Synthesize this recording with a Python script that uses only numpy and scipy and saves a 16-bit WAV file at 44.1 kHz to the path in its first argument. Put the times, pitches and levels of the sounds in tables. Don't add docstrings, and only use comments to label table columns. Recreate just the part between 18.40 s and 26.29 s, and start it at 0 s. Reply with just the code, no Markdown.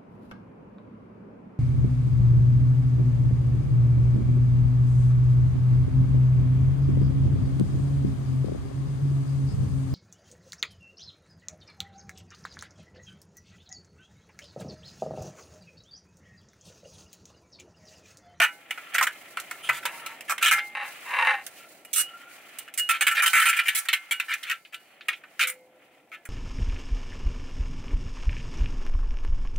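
import sys
import numpy as np
from scipy import signal
from scipy.fft import rfft, irfft, next_fast_len
from scipy.io import wavfile
from scipy.ndimage import uniform_filter1d, minimum_filter1d

SR = 44100
rng = np.random.default_rng(int(sys.argv[2]) if len(sys.argv) > 2 else 0)


def master(y):
    cut = np.clip(np.atleast_2d(y).T, -1, 1)
    pcm = np.round(cut * 32767)
    wavfile.write(sys.argv[1], SR, pcm.astype(np.int16))


N = 347949
LENGTH = 16384
AGE, TIME = np.arange(LENGTH) / SR, np.arange(N) / SR
OPPOSED = np.array([[1], [-1]])


def from_db(db):
    return 10 ** (np.asarray(db) / 20)


def rms_one(x, count=None):
    return x / np.sqrt(np.mean(np.atleast_2d(x)[0, :count] ** 2) + 1e-20)


def in_time(rows, at=TIME):
    s, *columns = np.transpose(rows)
    return [np.interp(at, s, c) for c in columns]


def at_hz(points, hz):
    f, db = np.transpose(points)
    return np.interp(np.log(hz + 1), np.log(f), db)


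def add(out, s, sound):
    at = max(round(s * SR), 0)
    out[..., at:at + sound.shape[-1]] += sound[..., :N - at]


def convolve(force, response):
    return signal.fftconvolve(force[None], response, axes=1)[:, :len(force)]


def band(x, edges, kind):
    return signal.sosfilt(signal.butter(4, edges, kind, fs=SR, output="sos"), x + 1e-18)


def stereo(mid_side, side_db, pan_db=0):
    return (mid_side[0] + from_db(side_db) * mid_side[1] * OPPOSED) * from_db(pan_db * OPPOSED / 2)


def noise(spectrum):
    size = next_fast_len(N)
    hz = np.arange(size // 2 + 1) * SR / size
    white = rfft(rng.standard_normal((2, size)))
    return rms_one(irfft(white * from_db(at_hz(spectrum, hz)), size)[:, :N])


def cabin_hush():
    # t/s, relative level/dB
    drift = [(0, -59.5), (1.45, -52), (2.35, -56.5), (3.0, -55.5), (4.5, -59), (5.38, -67), (7.0, -60),
             (7.89, -60)]
    # f/Hz, relative level/dB
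    spectrum = [(12, -61), (20, -38), (65, -22), (163, -7), (227, -6.5), (302, 0), (430, -4.5), (592, 0.5),
                (736, 1), (885, -8), (1010, -10.5), (1100, -16.5), (1430, -49.5), (2420, -120)]
    return stereo(noise(spectrum), side_db=-18.5) * from_db(in_time(drift)[0] - 2.0)


def steel_contact(x, brightness_db):
    # f/Hz, gain/dB
    spectrum = [(30, -36.5), (80, -40.5), (140, -37.5), (300, -33.5), (550, -16.5), (850, -11.5),
                (1130, -7.5), (1330, 7.5), (2300, 11.5), (3100, 1.5), (4800, -15), (8500, -11),
                (12000, -15.5), (15500, -15.5)]
    hz = np.arange(LENGTH // 2 + 1) * SR / LENGTH
    octaves = np.clip(np.log2((hz + 1) / 2000), -.8, .8)
    cepstrum = irfft(np.log(from_db(at_hz(spectrum, hz) + brightness_db * octaves)))
    cepstrum[1:LENGTH // 2] *= 2
    cepstrum[LENGTH // 2:] = 0
    return irfft(rfft(x) * np.exp(rfft(cepstrum)))


def free_decays(modes):
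    hz, db, t60 = np.transpose(modes)[:, :, None]
    return from_db(db - 60 * AGE / t60) * np.exp(2j * np.pi * hz * AGE)


def struck(decays, spread_db=3.5, detune=0.0):
    gains = from_db(spread_db * rng.standard_normal((2, len(decays))))
    weights = gains * np.exp(2j * np.pi * rng.random(gains.shape))
    stretched = AGE * (1 + detune * rng.standard_normal())
    rings = np.array([np.interp(stretched, AGE, ring) for ring in np.real(weights @ decays)])
    return band(rings, 470, "high")


def clatter(t60, late_db, late_t60):
    envelope = from_db(-60 * AGE / t60) + from_db(late_db - 60 * AGE / late_t60)
    return rng.standard_normal((2, LENGTH)) * envelope


def chatter(seconds, per_s=750, first_db=4.0, spread_db=1.0, settle_s=0.0027, fade_db=-0.5):
    touches = (rng.random(LENGTH) < per_s / SR) * rng.choice([-1, 1], LENGTH)
    strength = from_db(spread_db * rng.standard_normal(LENGTH).clip(-2, 1.5))
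    fade = from_db(fade_db * np.minimum(AGE / seconds, 1))
    settling = np.exp(-np.maximum(AGE - seconds, 0) / settle_s)
    force = touches * strength * fade * settling
    force[0] = from_db(first_db)
    return force


def with_rebound(force, mean_lag_s=.04, rebound_db=-23.5):
    lag = round(mean_lag_s * rng.uniform(.8, 1.2) * SR)
    return force + from_db(rebound_db) * np.pad(force, (lag, 0))[:LENGTH]


def knock(row, case, treble_response, thud_edge_hz=950, treble_edge_hz=4800):
    # t/s, relative thud/dB, relative ringing/dB
    support = [(0, -15.5, -6), (.35, -13.5, -12.5), (1.7, -4, -14.5), (2.1, -17, -5), (3.5, -37, -15),
               (4.35, -26, -7), (4.5, -18, -4), (5.1, -33, -5.5), (5.5, -21.5, -13.5), (5.85, -38, -10),
               (6.7, -17, -18), (7.0, -27.5, -12)]
    s, seconds, level_db, treble_db, brightness_db = row
    table_db, ring_db = in_time(support, s)
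    ordinary_db, ordinary_s = -25, .01
    harder_db = level_db - ordinary_db
    thud_db = table_db - 0.11 * harder_db
    free_db = ring_db + 0.08 * harder_db + 1.5 * np.log2(seconds / ordinary_s)
    count = round((seconds + .01) * SR)
    force = with_rebound(chatter(seconds))
    dense = convolve(force, clatter(t60=0.015, late_db=-3, late_t60=0.11))
    clack = rms_one(steel_contact(dense, brightness_db), count)
    ring = rms_one(convolve(force, struck(case, detune=0.0017)), count)
    body = clack + from_db(free_db) * ring
    thud = rms_one(band(body, thud_edge_hz, "low"), count)
    clank = rms_one(band(body, [thud_edge_hz, treble_edge_hz], "band"), count)
    treble = steel_contact(convolve(force, treble_response), 0)
    jingle = rms_one(band(treble, treble_edge_hz, "high"), count)
    return from_db(level_db) * (stereo(from_db(thud_db) * thud, side_db=-29.5)
                                + stereo(clank, side_db=-12.5, pan_db=-0.5)
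                                + stereo(from_db(treble_db) * jingle, side_db=-1.0, pan_db=-4.5))


def case_knocks(case):
    # t/s, chatter/s, level/dB, treble/dB re level, brightness/(dB per octave)
    impacts = [(.001, 0.0027, -18.5, -14, -1.5), (.016, 0.033, -18, -12.5, -3), (.308, 0.0034, -28, -11, 8),
               (0.375, 0.0058, -37.5, -17, -7), (.544, 0.017, -25.5, -6, -1), (.582, 0.0069, -21, -10.5, 3),
               (.611, 0.0038, -20.5, -14.5, -26), (0.627, .012, -26.5, -2, 1),
               (.669, 0.0049, -24, -11, -2.5), (.971, 0.00042, -29, -15.5, 0.5),
               (1.0, 0.0017, -51.5, 13.5, 20), (1.111, 0.0038, -34.5, -5, -1),
               (1.236, 0.094, -45, -7, 23.5), (1.29, 0.0075, -20, -15.5, 0), (1.33, 0.054, -41, -2.5, 13),
               (1.454, 0.0074, -28.5, -3.5, 5), (1.662, 0.0047, -37, -1, 30),
               (1.808, 0.0011, -41.5, -3, 12), (1.896, 0.025, -27, -4, -14.5), (1.98, 0.0023, -33, -9, 6.5),
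               (2.026, 0.024, -21, -7, 9), (2.059, 0.031, -17, -9, 13), (2.112, .026, -11, -8, -6.5),
               (2.181, 0.0094, -27, -21, 2), (3.065, .002, -45.5, 8.5, -3), (4.278, 0.0066, -43.5, -16, 3),
               (5.453, 0.0048, -40.5, -5, -1), (5.486, 0.0021, -21.5, -10.5, 11),
               (5.53, 0.0086, -19.5, -9, 5.5), (5.799, 0.004, -23.5, -13.5, 5.5),
               (5.916, 0.018, -28.5, -21, 5.5), (5.938, 0.0039, -28, -7.5, 2.5),
               (6.031, 0.0074, -37.5, -7, 36), (6.097, 0.023, -25.5, -13, 3.5),
               (6.25, 0.0019, -47, -20, 16), (6.609, 0.0036, -44, -41, 15),
               (6.684, 0.0047, -21.5, -16, 5.5), (6.73, 0.0054, -34.5, -24, 12.5),
               (6.837, 0.0053, -46, -25, -5), (6.994, 0.016, -24, -12, 6), (7.009, 0.03, -21, -12, 7),
               (7.717, 0.034, -41.5, -20, 4.5)]
    out = np.zeros((2, N))
    for row in impacts:
        add(out, row[0], knock(row, case, clatter(t60=0.0086, late_db=-5, late_t60=0.08)))
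    return out


def low_rings():
    # t/s, f/Hz, level/dB, T60/s
    rings = [(.004, 674, -22, .07), (1.291, 135, -48, 0.32), (2.058, 142, -51, 0.18),
             (2.127, 138, -45, 0.18), (7.028, 511, -47, 1.5)]
    out, age = np.zeros(N), TIME[:SR]
    for s, hz, db, t60 in rings:
        add(out, s, from_db(db - 60 * age / t60) * np.sin(2 * np.pi * hz * age))
    return out


def flutter(depth_db, per_s):
    return from_db(depth_db * np.interp(TIME * per_s, np.arange(4000), rng.standard_normal(4000)))


def sleeve_and_fingers(case):
    # t/s, relative rubbing level/dB, relative swish level/dB
    movements = [(.2, -52.5, -61.5), (.48, -41, -57), (.82, -48, -56.5), (1.05, -44, -55),
                 (1.6, -41.5, -51.5), (1.8, -48.5, -64), (2.32, -54.5, -60), (2.56, -39.5, -52),
                 (3.2, -50.5, -55), (3.35, -53.5, -61), (3.92, -50.5, -59.5), (4.3, -56.5, -61),
                 (4.9, -41, -40), (5.65, -46, -60), (6.0, -50.5, -50.5), (6.25, -63.5, -70),
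                 (7.15, -52, -69.5), (7.36, -63, -73.5)]
    # f/Hz, relative level/dB
    rub_spectrum = [(470, -43.5), (800, -5.5), (898, -16), (1170, -6.5), (1370, -6.5), (1600, -8),
                    (2010, -1.5), (2610, -5.5), (2920, -8.5), (3410, -12), (5000, -37.5), (6500, -63),
                    (11000, -120)]
    # f/Hz, relative level/dB
    swish_spectrum = [(2350, -27.5), (4000, -2.5), (5160, -7), (9310, -4), (10200, -5), (12200, -6),
                      (14800, -8), (15500, -3)]
    rub_db, swish_db = in_time(movements)
    rub = noise(rub_spectrum)
    ring = rms_one(convolve(rng.standard_normal(N), struck(case)))
    rubbing = stereo(rub + from_db(-5.5) * ring, side_db=-6.5) * from_db(rub_db - 6.0)
    rubbing *= flutter(depth_db=2.0, per_s=120) * flutter(depth_db=-3.5, per_s=4.3)
    swish = stereo(noise(swish_spectrum), side_db=1, pan_db=-4.0) * from_db(swish_db)
    swish *= flutter(depth_db=1.5, per_s=120) * flutter(depth_db=-4.0, per_s=22)
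    return rubbing + swish


def grazes(case, grit_db=3, ring_db=-8, brightness_db=2, onset_force=0.73):
    # t/s, duration/s, level/dB
    slides = [(0.296, 0.0081, -53), (0.535, .01, -35.5), (1.427, 0.0097, -41), (1.879, 0.015, -37.5),
              (2.011, 0.022, -30), (4.747, 0.015, -30.5), (5.254, 0.022, -30.5), (5.882, 0.035, -31),
              (6.067, 0.026, -37.5), (6.324, 0.019, -42.5)]
    out = np.zeros((2, N))
    for s, seconds, db in slides:
        grit = rng.standard_normal(LENGTH) * from_db(grit_db * rng.standard_normal(LENGTH))
        force = grit * (AGE < seconds) * (onset_force + AGE / seconds)
        count = round(seconds * SR)
        dense = convolve(force, clatter(t60=0.015, late_db=-5.5, late_t60=0.059))
        rasp = rms_one(steel_contact(dense, brightness_db), count)
        ring = rms_one(convolve(force, struck(case)), count)
        add(out, s, from_db(db) * stereo(rasp + from_db(ring_db) * ring, side_db=-11))
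    return out


def squeaks():
    glides = [(1.223, 1.29, 3050, 3250, 180, -41.5), (1.22, 1.303, 9600, 9600, 220, -50),
              (1.497, 1.66, 10100, 10000, 600, -59), (1.53, 1.752, 1340, 1302, 67, -50.5),
              (3.18, 3.29, 1370, 1360, 35, -55), (3.15, 3.27, 2700, 2300, 470, -53),
              (3.658, 3.707, 2950, 3000, 60, -47.5), (3.637, 3.985, 1345, 1430, 17, -49),
              (6.142, 6.618, 4750, 4240, 70, -75)]
    out = np.zeros(N)
    for start, end, start_hz, end_hz, width_hz, db in glides:
        count = round((end - start) * SR)
        pole = np.exp(-2 * np.pi * width_hz / SR)
        friction = rng.standard_normal(SR) + 1j * rng.standard_normal(SR)
        waver = signal.lfilter([1], [1, -2 * pole, pole * pole], friction)[-count:]
        phase = 2 * np.pi * np.cumsum(np.linspace(start_hz, end_hz, count)) / SR
        tone = np.real(waver * np.exp(1j * phase))
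        add(out, start, from_db(db) * rms_one(tone) * signal.windows.tukey(count, .5))
    return out


def push(start, rise, end, db, release_db_per_s=281):
    release_db = release_db_per_s * np.maximum(TIME - end, 0)
    return np.clip((TIME - start) / rise, 0, 1) * from_db(db - release_db)


def dragged_legs(slips_per_s=240, jitter=.5, spread_db=3.5, grit_db=-27, squeal_decay_s=0.0098):
    # start t/s, rise/s, end t/s, relative level/dB
    pushes = [(1.29, 0.0037, 1.314, -43), (1.435, 0.018, 1.465, -40), (1.5, 0.03, 1.73, -52.5),
              (2.347, .005, 2.436, -35), (2.638, 0.19, 2.931, -28.5)]
    # t/s, level/dB re the push
    hard_slips = [(2.351, 9), (2.739, 10), (2.7882, 11.5), (2.825, 8), (2.8717, 13), (2.908, 6.5)]
    # f/Hz, relative level/dB, T60/s
    modes = [(520, -4, 0.056), (650, -16, 0.025), (840, -1.5, 0.12), (1000, -7, 0.05), (1090, 12, 0.022),
             (1350, -5, .06), (1460, -6, 0.03), (1694.6, 4, 0.11), (1837, 5, 0.17), (2070, 5, 0.13),
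             (2130, -24, 0.054), (2320, 4, 0.077), (2495, 8, 0.021), (2670, 6, 0.028), (2820, -12, 0.15),
             (3200, -14, 0.052), (3900, -3.5, 0.026), (8240, -15, 0.0098), (9400, -3, 0.007)]
    # t/s, f/Hz
    pitch = [(1.3, 954), (1.75, 912), (2.36, 841), (2.5, 828), (2.66, 1005), (2.78, 980), (2.87, 863),
             (2.98, 784)]
    times = np.cumsum(np.exp(jitter * rng.standard_normal(2000)) / slips_per_s)
    at = (times[times < TIME[-1]] * SR).astype(int)
    force = from_db(grit_db) * rng.standard_normal(N)
    force[at] = from_db(spread_db * rng.standard_normal(2000).clip(-2, 2))[:len(at)]
    for s, db in hard_slips:
        force[round(s * SR)] = from_db(db)
    force *= sum(push(*row) for row in pushes)
    crack = steel_contact(clatter(t60=.025, late_db=-2, late_t60=.09), brightness_db=-5)
    crack = signal.sosfilt(signal.butter(2, 4200, fs=SR, output="sos"), crack)
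    ring = rms_one(struck(free_decays(modes), spread_db=-0.5))
    body = convolve(force, ring + from_db(-3) * rms_one(crack))
    carrier = np.exp(2j * np.pi * np.cumsum(in_time(pitch)[0]) / SR)
    envelope = convolve(force / carrier, rms_one(np.exp(-AGE / squeal_decay_s))[None])
    squeal = band(np.real(carrier * envelope), [600, 1400], "band")
    return from_db(-19.0) * (stereo(body, side_db=-13, pan_db=1.5) + from_db(-2.0) * squeal)


def plate_pings(hz=2878, t60=0.3):
    # t/s, rise/s, relative level/dB
    pings = [(3.449, .002, -52), (3.556, 0.045, -27), (4.186, .003, -47), (4.376, 0.035, -21.5),
             (5.71, 0.026, -31.5), (6.345, .004, -47.5)]
    out = np.zeros((2, N))
    for s, rise, db in pings:
        swell = np.minimum(AGE / rise, 1) * from_db(db - 60 * np.maximum(AGE - rise, 0) / t60)
        add(out, s, swell * np.sin(2 * np.pi * hz * AGE) * from_db(-1.0 * OPPOSED))
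    return out


def burner_knocks(case, light_impacts):
    # t/s, chatter/s, level/dB, treble/dB re level, brightness/(dB per octave)
    impacts = [(3.449, 0.0015, -50, 1, 5), (3.531, .022, -37.5, 8.5, 21), (3.56, 0.052, -36, 12, -11.5),
               (4.186, 0.001, -43.5, 8, 22.5), (4.339, 0.0037, -46, 4, 18), (4.376, 0.022, -35, 7, 1.5),
               (4.49, 0.025, -20.5, -8, 7), (4.609, 0.018, -21.5, -6, 0), (4.668, .014, -18, -9, 5),
               (4.712, 0.015, -24.5, -10.5, -4), (4.768, 0.032, -21, -18.5, -1),
               (4.822, 0.02, -21.5, -6.5, -11.5), (4.861, 0.02, -21, -5.5, 12.5),
               (4.932, 0.063, -17.5, -12.5, -1.5), (5.0, 0.028, -15.5, -10, -0.5),
               (5.055, 0.026, -19.5, -9.5, 4), (5.087, 0.015, -21.5, -5, 5),
               (5.129, 0.006, -24.5, -20.5, 4), (5.166, 0.012, -28.5, -7, 8), (5.19, 0.0081, -19, -17, 4.5),
               (5.282, 0.0095, -19, -12, 10.5), (5.349, 0.041, -32.5, 5.5, 2),
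               (5.71, 0.015, -23.5, -8.5, 8), (6.344, 0.0026, -36.5, -11, 17), (7.071, 0.028, -33, 0.5, 0),
               (7.853, 0.0041, -44, -4.5, -6)]
    # f/Hz, relative level/dB, T60/s
    modes = [(5766, -15, .08), (6420, -9, .07), (7230, -13, .09), (7570, -4, .06), (7845, -3, .05),
             (8406, -2, .05), (8885, -2, .07), (9295, 2, .07), (9880, -6, .05), (10430, -5, .05),
             (10770, -8, .06), (11005, 2, .06), (11410, -2, .05), (11900, -6, .05), (12495, -3, .07),
             (12800, -3, .07), (13780, -6, .06), (14250, -2, .07), (14700, -3, .07), (15270, -4, .06)]
    out, parts = np.zeros((2, N)), free_decays(modes)
    for row in impacts + light_impacts:
        ring = rms_one(struck(parts, detune=0.00076))
        dense = rms_one(clatter(t60=0.033, late_db=-2.0, late_t60=0.12))
        add(out, row[0], knock(row, case, ring + from_db(-1) * dense))
    return out


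def loose_rattles(gap_s=.04, spread_db=2, median_chatter_s=0.026, treble_db=-22, brightness_db=5):
    rattles = [(4.535, 4.57, -31), (5.099, 5.2, -32.5), (6.009, 6.04, -42)]
    rows = []
    for start, end, db in rattles:
        scatter = rng.uniform(-1, 1, size=(40, 3))
        for s, (late, length, strength) in zip(np.arange(start, end, gap_s), scatter):
            rows.append((s + late * gap_s / 2, median_chatter_s * 2 ** length,
                         db + spread_db * strength, treble_db, brightness_db))
    return rows


def scene():
    # f/Hz, relative level/dB, T60/s
    modes = [(826, -27, 0.64), (978.4, -21.5, 0.25), (1345.3, 7, 0.14), (1360, 6.5, 0.16),
             (1510, -22, 0.26), (1515, -2, 0.28), (1726, 6, .18), (1804, 6, 0.041), (1998, -12, 0.04),
             (2113, -4.5, 0.44), (2253, -3, 0.11), (2260, -5, 0.28), (2408, 8.5, 0.12), (2490, -9.5, 0.15),
             (2546, 10.5, 0.022), (2894, 3, 0.18), (3120, 4.5, 0.091), (3740, -12, 0.1)]
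    case = free_decays(modes)
    hush = cabin_hush()
    friction = dragged_legs() + grazes(case) + squeaks() + sleeve_and_fingers(case)
    knocks = case_knocks(case) + burner_knocks(case, loose_rattles())
    return hush + friction + knocks + low_rings() + plate_pings()


def record(dry, ceiling_db=-5.6, release_db_per_s=150, hiss_db=-76, cutoff_hz=15700):
    over_db = np.maximum(20 * np.log10(np.abs(dry).max(axis=0) + 1e-9) - ceiling_db, 0)
    held_db = np.maximum.accumulate(over_db + release_db_per_s * TIME) - release_db_per_s * TIME
    gain = from_db(uniform_filter1d(minimum_filter1d(-held_db, size=89), size=89))
    sound = gain * dry + from_db(hiss_db) * rng.standard_normal((2, N))
    return signal.sosfilt(signal.ellip(10, .3, 80, cutoff_hz, fs=SR, output="sos"), sound)


dry = scene()
out = record(dry)
master(out)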